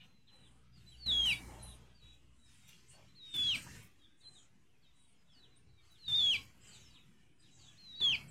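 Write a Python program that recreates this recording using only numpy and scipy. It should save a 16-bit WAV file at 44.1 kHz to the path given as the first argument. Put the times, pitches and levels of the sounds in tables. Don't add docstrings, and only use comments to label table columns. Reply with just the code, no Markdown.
import sys
import numpy as np
from scipy import signal
from scipy.fft import rfft, irfft, next_fast_len
from scipy.io import wavfile
from scipy.ndimage import uniform_filter1d

SR = 44100
rng = np.random.default_rng(int(sys.argv[2]) if len(sys.argv) > 2 else 0)


def makeup_ratio(level_db):
    decades = np.asarray(level_db, float) / 20
    return 10 ** decades


def digitize_waveform(pressure):
    field = np.atleast_2d(pressure).T
    bounded = np.clip(field, -1, 1)
    quanta = np.round(bounded * 32767).astype(np.int16)
    wavfile.write(sys.argv[1], SR, quanta)


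N = 366030

# low_hz, high_hz
GARDEN_BANDS_HZ = [(40, 330), (400, 1900), (4900, 6100), (11500, 15000)]
# freq_hz, density_db_per_hz
AIR_SPECTRUM = [(15, -58), (25, -17), (116, -10), (188, -12), (433, -20.5), (482, -28.5), (1310, -22),
                (2240, -20.5), (2560, -0.5), (2850, -15.5), (3830, -24), (6220, -23), (15500, -70.5)]
# time_s, level_db
MOTOR_LEVEL = [(0, -15), (.7, 8.5), (1.2, 7), (1.8, 9), (2.5, 1), (3.2, -8), (4.5, -7.5), (6, -1.5),
               (7, -6.5), (8.3, -10)]
# freq_hz, level_db
MOTOR_LINES_HZ_DB = [(61.5, -1), (122, -5.5), (183, -20), (456, -24.5)]
# shut_db, lift_share, treble_share
BAND_GAINS = [
    (-73.5, 0.88, 0.16),
    (-83.5, 1.24, 0),
    (-93.5, 1.06, 0.96),
    (-100, 1.416, 0.53),
]
# start_s, open_s, closing_s, lift_db, treble_db
LEAPS_OPEN = [
    (1.058, 0.41, 0.55, 19.5, 0.5),
    (3.337, 0.43, 0.2, 16, 9),
    (6.078, 0.31, 0.24, 15, 7.5),
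    (8, 0.12, 0.39, 20, -4),
]
# start_s, open_s, closing_s, lift_db, treble_db
CREEPS_OPEN = [(0, 0.02, 0.15, 7.5, -2), (.28, 0.036, 0.43, 8.5, -7), (.73, 0.62, 0.11, 4.5, 4),
               (1.205, 0.127, 0.16, 21, 9.5), (1.72, 0.13, 0.2, 8.5, -12), (1.98, .06, 0.26, 6, 0.5),
               (2.45, 0.36, .1, 3.5, 10), (2.64, 0.018, 0.34, 5.5, 16), (2.87, 0.028, 0.39, 6.5, 7),
               (3.2, 0.27, .05, 3, 12.5), (3.5, 0.074, 0.17, 19, 11.5), (3.9, .1, 0.15, 3, 1.5),
               (4.18, 0.11, 0.43, 6.5, -6), (4.9, 0.088, 0.081, -2.5, -3), (5.32, 0.044, 0.26, 6.5, -4.5),
               (5.8, 0.31, 0.11, 2, 6.5), (6.28, 0.073, 0.12, 17, 10), (6.5, 0.082, 0.18, 9, -3.5),
               (6.6, 0.15, 0.6, 8.5, 7), (7.15, 0.051, .1, -1, 10.5), (7.39, 0.12, 0.06, 2.5, 7.5),
               (7.55, 0.45, 0.33, 6.5, 2), (8.1, 0.048, 0.27, 16.5, 5)]
# start_s, peak_db
LEAF_PUFFS = [(2.1331, -72), (2.676, -54.5), (3.3415, -45), (3.3832, -53.5), (3.542, -55.5), (3.613, -51.5),
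              (3.7579, -66.5), (3.8232, -50.5), (3.912, -71), (5.9035, -64), (6.4213, -61.5)]
# start_s, length_s, centre_hz, width_hz, level_db
TWITTER_PATCHES = [(0.31, 0.37, 8500, 2500, -79), (1.614, 0.19, 9900, 2430, -63.5),
                   (2.329, 0.53, 8180, 2515, -77), (2.875, 0.1, 8100, 2210, -68),
                   (3.284, 0.28, 8140, 1190, -65.5), (3.54, 0.15, 8400, 1260, -57),
                   (4.232, 0.27, 7780, 2170, -71), (4.929, 0.26, 8840, 1980, -77.5),
                   (6.601, 0.22, 7770, 1090, -67.5), (6.717, 0.22, 6230, 1210, -73),
                   (7.388, 0.061, 8200, 1400, -77.5), (7.505, 0.3, 6890, 1810, -70),
                   (8.279, 0.055, 7960, 1210, -66), (1.475, 0.28, 672, 519, -63.5),
                   (2.93, 0.16, 679, 670, -70.5), (3.658, 0.04, 1210, 1200, -58),
                   (0, 0.073, 2990, 1290, -62.5), (4.17, 0.12, 8000, 2600, -76.5)]
TWITTER_SLIDES_HZ = [1, 0, 0, 0, -0.5, 0, -1800, 900.5, 297, -600, -0.5, -300, -2, -0.5, 0, -0.5, 0, 1]
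# start_s, length_s, start_hz, end_hz, level_db
HELD_PEEPS = [(0, 0.25, 4100, 3950, -78), (.27, 0.18, 4043, 3870, -67.5), (.855, 0.08, 4010, 3780, -66.5),
              (1.21, 0.19, 3910, 3680, -55.5), (1.585, .15, 4076, 3640, -62.5),
              (2.01, 0.16, 3867, 3810, -69), (2.02, 0.16, 3430, 3390, -74), (2.38, 0.18, 3870, 3320, -76.5),
              (2.92, 0.058, 4410, 4510, -72), (3.43, 0.14, 4060, 4090, -52), (3.46, 0.13, 3800, 3290, -54),
              (4.225, 0.12, 4107, 4020, -58), (4.92, 0.19, 3910, 3570, -80.5),
              (5.39, 0.065, 4005, 3700, -66.5), (5.5, 0.08, 4070, 3250, -74.5),
              (5.66, 0.098, 4010, 3900, -79.5), (5.895, 0.047, 3980, 3750, -71),
              (6.3, 0.1, 4060, 3880, -57), (7.945, 0.11, 4530, 4070, -62.5)]
# start_s, length_s, start_hz, end_hz, level_db
FALLING_STROKES = [(.72, 0.074, 5040, 4220, -72.5), (1.94, .04, 4600, 4750, -72),
                   (1.97, 0.05, 4650, 3870, -70.5), (3.08, 0.038, 3760, 4230, -72),
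                   (4.2, 0.065, 4000, 3060, -69.5), (4.212, 0.024, 4620, 4100, -67),
                   (4.82, 0.038, 4690, 3700, -67.5), (5.16, .07, 5120, 4910, -80),
                   (5.27, 0.095, 3810, 2720, -73.5), (5.33, .075, 5000, 4000, -67.5),
                   (5.67, 0.06, 4450, 4330, -78), (5.77, 0.046, 2370, 2230, -70),
                   (5.865, 0.04, 4850, 3950, -74.5), (6.04, 0.045, 4350, 4750, -65.5),
                   (6.245, 0.05, 3440, 1990, -55), (7.42, 0.06, 4310, 3000, -68),
                   (7.47, .04, 2960, 2930, -75), (7.58, 0.1, 4850, 2940, -66.5),
                   (7.64, 0.079, 3790, 3010, -65),
                   (0.439, 0.051, 3830, 2880, -74), (1.64, .12, 3600, 3250, -74),
                   (1.799, .07, 3430, 3060, -78), (1.89, .04, 3610, 3100, -74),
                   (4.334, 0.074, 4120, 2980, -63.5), (4.826, 0.039, 3600, 2980, -69.5),
                   (4.857, 0.062, 3780, 3550, -72), (5.3, .05, 5500, 4980, -80),
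                   (5.35, .04, 3000, 2850, -75), (5.421, 0.046, 3980, 2770, -68),
                   (5.944, 0.045, 3820, 2760, -63.5), (6.935, .065, 4290, 1870, -62.5),
                   (7.502, .2, 3920, 3760, -75), (7.604, .07, 3300, 2730, -74.5),
                   (7.67, 0.067, 3510, 3030, -74), (7.7, .06, 2890, 1690, -72),
                   (8.028, 0.1, 4390, 4180, -56)]
# start_s, length_s, start_hz, end_hz, level_db
STRAY_NOTES = [ (4.314, 0.04, 5900, 4300, -79), (4.355, 0.085, 7080, 6820, -69),
               (5.551, 0.038, 7630, 9900, -72), (6.365, 0.05, 1112, 1070, -68),
               (7.088, 0.05, 9530, 8270, -82), (8.113, .03, 8800, 7640, -69)]
# start_s, length_s, start_hz, end_hz, level_db
HIDDEN_CALLS = [(3.985, .09, 3950, 3200, -69), (3.985, .05, 3325, 3150, -70), (4.03, .06, 3700, 3300, -72),
                (4.08, .09, 3700, 3400, -76), (4.4, .03, 3500, 3000, -69), (6.14, .085, 4750, 4100, -60),
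                (6.14, .05, 5200, 4700, -64), (6.21, .07, 4100, 3700, -60), (6.665, .125, 4900, 3250, -67),
                (6.7, .09, 4750, 4400, -74), (6.735, .05, 3750, 3250, -70), (6.78, .08, 4100, 3500, -72),
                (6.6, .04, 5100, 4950, -81), (6.82, .13, 5800, 4100, -75), (6.86, .1, 3850, 4000, -72),
                (6.96, .07, 3900, 3400, -70), (5.75, .07, 3900, 3550, -73), (5.78, .02, 3100, 3600, -76),
                (5.81, .05, 4250, 4150, -76), (5.94, .05, 4000, 3500, -74), (5.965, .03, 4100, 4450, -72),
                (6.02, .04, 3200, 2300, -75), (7.38, .08, 4900, 4800, -77), (2.45, .055, 5300, 4880, -81),
                (.87, .1, 7900, 6600, -82), (.8, .07, 8100, 7900, -85), (1.015, .05, 9500, 8400, -80),
                (1.06, .06, 8400, 7800, -68), (3.42, .03, 5100, 4500, -65), (3.51, .04, 7400, 7500, -63),
                (.262, .05, 3930, 2660, -77), (2.6, .15, 3800, 3300, -74), (4.68, .09, 3200, 2250, -82),
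                (2.65, .05, 5600, 6300, -73), (1.7, .04, 3700, 3000, -70), (6.65, .1, 7400, 8100, -72)]
# start_s, length_s, start_hz, end_hz,
# level_db
SHORT_CHIPS = [(.918, .045, 3330, 2750, -65), (.9, .06, 10700, 9900, -80), (1.627, .01, 8700, 10800, -52),
               (1.628, .016, 10500, 10400, -58), (6.295, .04, 9900, 8500, -66),
               (1.33, .016, 3500, 3300, -48), (6.36, .016, 3500, 3300, -48), (8.145, .016, 4700, 4000, -54),
               (1.258, .045, 9700, 8300, -63), (2.882, .035, 7480, 9840, -69)]
# time_s, pitch_hz, level_db
NEAR_WHISTLES = [
    [(.972, 4580, -60), (1.038, 4460, -37.5), (1.062, 4150, -39.5), (1.096, 3820, -32), (1.122, 3380, -33),
     (1.252, 3197, -32.5), (1.298, 2797, -30.5), (1.332, 2294, -33), (1.35, 2225, -53)],
    [(3.163, 4400, -51.5), (3.21, 3850, -43.5), (3.336, 3620, -40.5), (3.375, 3430, -38),
     (3.385, 3446, -33.5), (3.47, 3355, -33), (3.5, 3242, -32), (3.532, 2840, -33.5), (3.562, 2186, -37)],
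    [(5.99, 4350, -58), (6.044, 3980, -44), (6.084, 3684, -36.5), (6.115, 3587, -37), (6.124, 3510, -33),
     (6.162, 3710, -30.5), (6.224, 3428, -30.5), (6.308, 3237, -29.5), (6.328, 2950, -31),
     (6.352, 2375, -32.5), (6.368, 2227, -40)],
    [(7.785, 4320, -51), (7.944, 3790, -40), (8.003, 3960, -37), (8.009, 3940, -45), (8.016, 3510, -32),
     (8.05, 3403, -29), (8.116, 3113, -32.5), (8.132, 2670, -31), (8.158, 2194, -36.5)],
]
# pitch_hz, octave_db
OCTAVE_LEVEL = [(2200, -9.5), (2750, -28), (3200, -21.5), (3420, -28.5), (3600, -41), (4400, -51)]
EARLY_WAVER_RATIO = [.006, .003, .016, .001]

SHUT_DB = -12.5
LEAP_S, CREEP_S, SAG_DB_PER_S = .004, .055, 3.5
HOOK_S, HOOK_PITCH_RATIO, HOOK_DB = .016, .8, -9
HELD_BEND, STROKE_BEND = 3.0, 1.05
HELD_EDGE_DB, STROKE_EDGE_DB, PEAK_SKEW = -9, -3, .85
SCATTER_S, SCATTER_DB, DIRECT_DB = .07, 0, -7
CHIRP_S, CHIRP_FALL_RATIO, CHIRP_DB = .03, .08, -5


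def walk(rate_hz):
    k = int(SR / rate_hz)
    held = np.repeat(rng.standard_normal(N // k + 1), k)
    return 1.262 * uniform_filter1d(uniform_filter1d(held, k), k)[:N]


def noise(centre_hz, width_hz):
    size = next_fast_len(N)
    freq_hz = np.arange(size // 2 + 1) * SR / size
    bell = np.exp(-2 * ((freq_hz - centre_hz) / width_hz) ** 2)
    x = irfft(rfft(rng.standard_normal(size)) * bell, size)[:N]
    return x / x.std()


def echo(x, t60_s, wet_db, first_s=0.0029):
    t = np.arange(int(t60_s * SR)) / SR
    tail = rng.standard_normal(len(t)) * makeup_ratio(-60 * t / t60_s) * np.clip(t / first_s, 0, 1)
    return makeup_ratio(wet_db) * signal.fftconvolve(x, tail / np.sqrt(np.sum(tail ** 2)))[:N]


def glides(rows, bend, edge_db):
    u = np.arange(9) / 8
    arch = (2 * u ** PEAK_SKEW - 1) ** 2
    return [np.transpose([s + length * u, a + (b - a) * u ** bend, db + edge_db * arch])
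            for s, length, a, b, db in rows]


def sing(notes, waver, third_db=-99, edge_s=0.0021, slew_s=.008):
    out, shake = np.zeros(N), 1 + waver * walk(120)
    for note in notes:
        s, hz, *levels = np.transpose(note)
        i = np.arange(int(s[0] * SR), min(int(s[-1] * SR), N))
        pitch_hz = uniform_filter1d(np.interp(i / SR, s, hz), int(slew_s * SR), mode="nearest")
        phase = 2 * np.pi * np.cumsum(pitch_hz * shake[i]) / SR
        fade = np.clip(np.minimum(i - i[0], i[-1] - i) / (edge_s * SR), 0, 1)
        if len(levels) > 1:
            levels.append(levels[1] + third_db)
        for k, db in enumerate(levels):
            out[i] += np.sqrt(2) * fade * makeup_ratio(np.interp(i / SR, s, db)) * np.sin((k + 1) * phase)
    return out


def let_through():
    t, lifts_db = np.arange(N) / SR, np.zeros((len(BAND_GAINS), N))
    for rows, rise_s in (LEAPS_OPEN, LEAP_S), (CREEPS_OPEN, CREEP_S):
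        for s, hold_s, closing_s, db, treble_db in rows:
            shape = np.clip(np.minimum((t - s) / rise_s, (s + hold_s + closing_s - t) / closing_s), 0, 1)
            sagging_db = db - SAG_DB_PER_S * np.clip(t - s, 0, hold_s)
            opening_db = [shape * (a * sagging_db + b * treble_db) for _, a, b in BAND_GAINS]
            lifts_db = np.maximum(lifts_db, opening_db)
    return lifts_db + np.array(BAND_GAINS)[:, :1]


def motor(bass_db):
    hum = np.zeros(N)
    for hz, db in MOTOR_LINES_HZ_DB:
        level = makeup_ratio(db + 2.0 * walk(5.2))
        hum += level * np.sin(2 * np.pi * hz * np.cumsum(1 + 0.0038 * walk(1.5)) / SR)
    return hum * makeup_ratio(bass_db + np.interp(np.arange(N) / SR, *np.transpose(MOTOR_LEVEL)))


def garden():
    bands_db = let_through()
    fine_hz = np.arange(20, 16000, 10.)
    air_hz, air_level_db = np.transpose(AIR_SPECTRUM)
    air_db = np.interp(np.log(fine_hz), np.log(air_hz), air_level_db)
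    lift_db = []
    for band_db, (a, b) in zip(bands_db, GARDEN_BANDS_HZ):
        power = 10 * np.sum(makeup_ratio(2 * air_db[(fine_hz > a) & (fine_hz < b)]))
        lift_db.append(band_db - 10 * np.log10(power))
    centres = np.log([np.sqrt(a * b) for a, b in GARDEN_BANDS_HZ])
    index = np.arange(len(centres))
    out = np.zeros(N)
    for hz in 28 * 2 ** (np.arange(28) / 3):
        shares = np.clip(1 - abs(np.interp(np.log(hz), centres, index) - index), 0, 1)
        db = np.interp(hz, fine_hz, air_db) + 10 * np.log10(0.24 * hz)
        db = db + sum(share * lift for share, lift in zip(shares, lift_db))
        out += makeup_ratio(db + 1.9 * walk(5) + 1.0 * walk(25)) * noise(hz, 0.33 * hz)
    return out + motor(bands_db[0])


def rustles():
    puffs, t = np.zeros(N), np.arange(N) / SR
    for s, db in LEAF_PUFFS:
        late_s = np.clip(t - s, 0, None)
        puffs += makeup_ratio(db - 15) * (1 - np.exp(-late_s / 0.0022)) * np.exp(-(late_s / 0.039) ** 2)
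    return puffs * makeup_ratio(5.0 * walk(350)) * noise(11500, 9000)


def twitter():
    out, t = np.zeros(N), np.arange(N) / SR
    for (s, length, hz, width, db), slide_hz in zip(TWITTER_PATCHES, TWITTER_SLIDES_HZ):
        u = np.clip((t - s) / length, 0, 1)
        centre_hz = hz + slide_hz * (u - .5)
        patch = np.sqrt(2) * noise(0, width) * np.cos(2 * np.pi * np.cumsum(centre_hz) / SR)
        chirps = []
        for a, b in rng.random((10, 2)):
            start_s = s + a * length
            chirp_hz = hz + slide_hz * (a - .5) + width * (b - .4)
            if hz > 5000 and start_s < N / SR - .01:
                chirps.append((start_s, CHIRP_S, chirp_hz, chirp_hz * (1 - CHIRP_FALL_RATIO), CHIRP_DB))
        patch += sing(glides(chirps, 1, -12), waver=.01)
        swell = np.sin(np.pi * u ** (.45 if db > -65 else .75))
        out += makeup_ratio(db + 1.8 * walk(70)) * swell * patch
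    return out


def flock():
    flutter_db = walk(70)

    def stroke_voice(rows):
        notes = glides(rows, STROKE_BEND, STROKE_EDGE_DB)
        return sing(notes, waver=.016, edge_s=.008) * makeup_ratio(4.4 * flutter_db - 1.5)

    held = sing(glides(HELD_PEEPS, HELD_BEND, HELD_EDGE_DB), waver=.007, edge_s=.01)
    held = held * makeup_ratio(2.5 * flutter_db)
    strokes = stroke_voice(FALLING_STROKES + STRAY_NOTES)
    hidden = stroke_voice(HIDDEN_CALLS)
    smear = echo(hidden + .4 * strokes, SCATTER_S, SCATTER_DB, first_s=.002)
    chip_notes = [[(s, a, db), (s + length, b, db)] for s, length, a, b, db in SHORT_CHIPS]
    chips = sing(chip_notes, waver=.01, slew_s=.002)
    return held + .75 * strokes + makeup_ratio(DIRECT_DB) * hidden + smear + chips


def near_bird():
    t = np.arange(N) / SR
    notes, early = [], []
    for whistle, leap in zip(NEAR_WHISTLES, LEAPS_OPEN):
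        s, hz, db = whistle[0]
        hook = (s - HOOK_S, hz * HOOK_PITCH_RATIO, db + HOOK_DB)
        points = [hook] + list(whistle)
        notes.append([(s, hz, db, db + np.interp(hz, *np.transpose(OCTAVE_LEVEL))) for s, hz, db in points])
        early.append((t > hook[0]) * np.clip((leap[0] - t) / LEAP_S + 1, 0, 1))
    waver = .004 + sum(w * e for w, e in zip(EARLY_WAVER_RATIO, early))
    return sing(notes, waver=waver, third_db=-26, slew_s=.006) * makeup_ratio(.8 * walk(45) + SHUT_DB * sum(early))


def suppress(x, loud, streak_db, hold_s, knee_db, open_db):
    hop = 256
    frames = dict(nperseg=1024, noverlap=1024 - hop)
    z = signal.stft(x, **frames)[2]
    power = abs(signal.stft(loud, **frames)[2]) ** 2
    field = uniform_filter1d(rng.standard_normal(z.shape), int(hold_s * SR / hop), axis=1)
    field = uniform_filter1d(field, size=2, axis=0)
    keep, linger = np.exp(-hop / (.048 * SR)), np.exp(-hop / (.012 * SR))
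    heard = uniform_filter1d(signal.lfilter([1 - keep], [1, -keep], power, axis=1), size=13, axis=0)
    heard = np.roll(heard, 7, axis=0)
    sounding = signal.lfilter([1 - linger], [1, -linger], power.sum(axis=0))
    sink = 1 + heard / (makeup_ratio(2 * knee_db) + makeup_ratio(2 * open_db) * sounding)
    gain = makeup_ratio(streak_db * field / field.std()) / np.sqrt(sink)
    return signal.istft(z * gain, **frames)[1][:N]


def scene():
    bird, peeps = near_bird(), flock()
    returns = echo(bird, t60_s=.33, wet_db=-12, first_s=.015) + echo(peeps, t60_s=.26, wet_db=-4)
    faint = returns + twitter() + rustles() + garden()
    faint = suppress(faint, bird, streak_db=3.6, hold_s=.12, knee_db=-72, open_db=-4)
    return (bird + peeps + faint)[None]


def band_limit(x):
    return signal.sosfilt(signal.butter(12, 15670, fs=SR, output="sos"), x)


def record(dry):
    return band_limit(dry - .0006)


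dry = scene()
out = record(dry)
digitize_waveform(out)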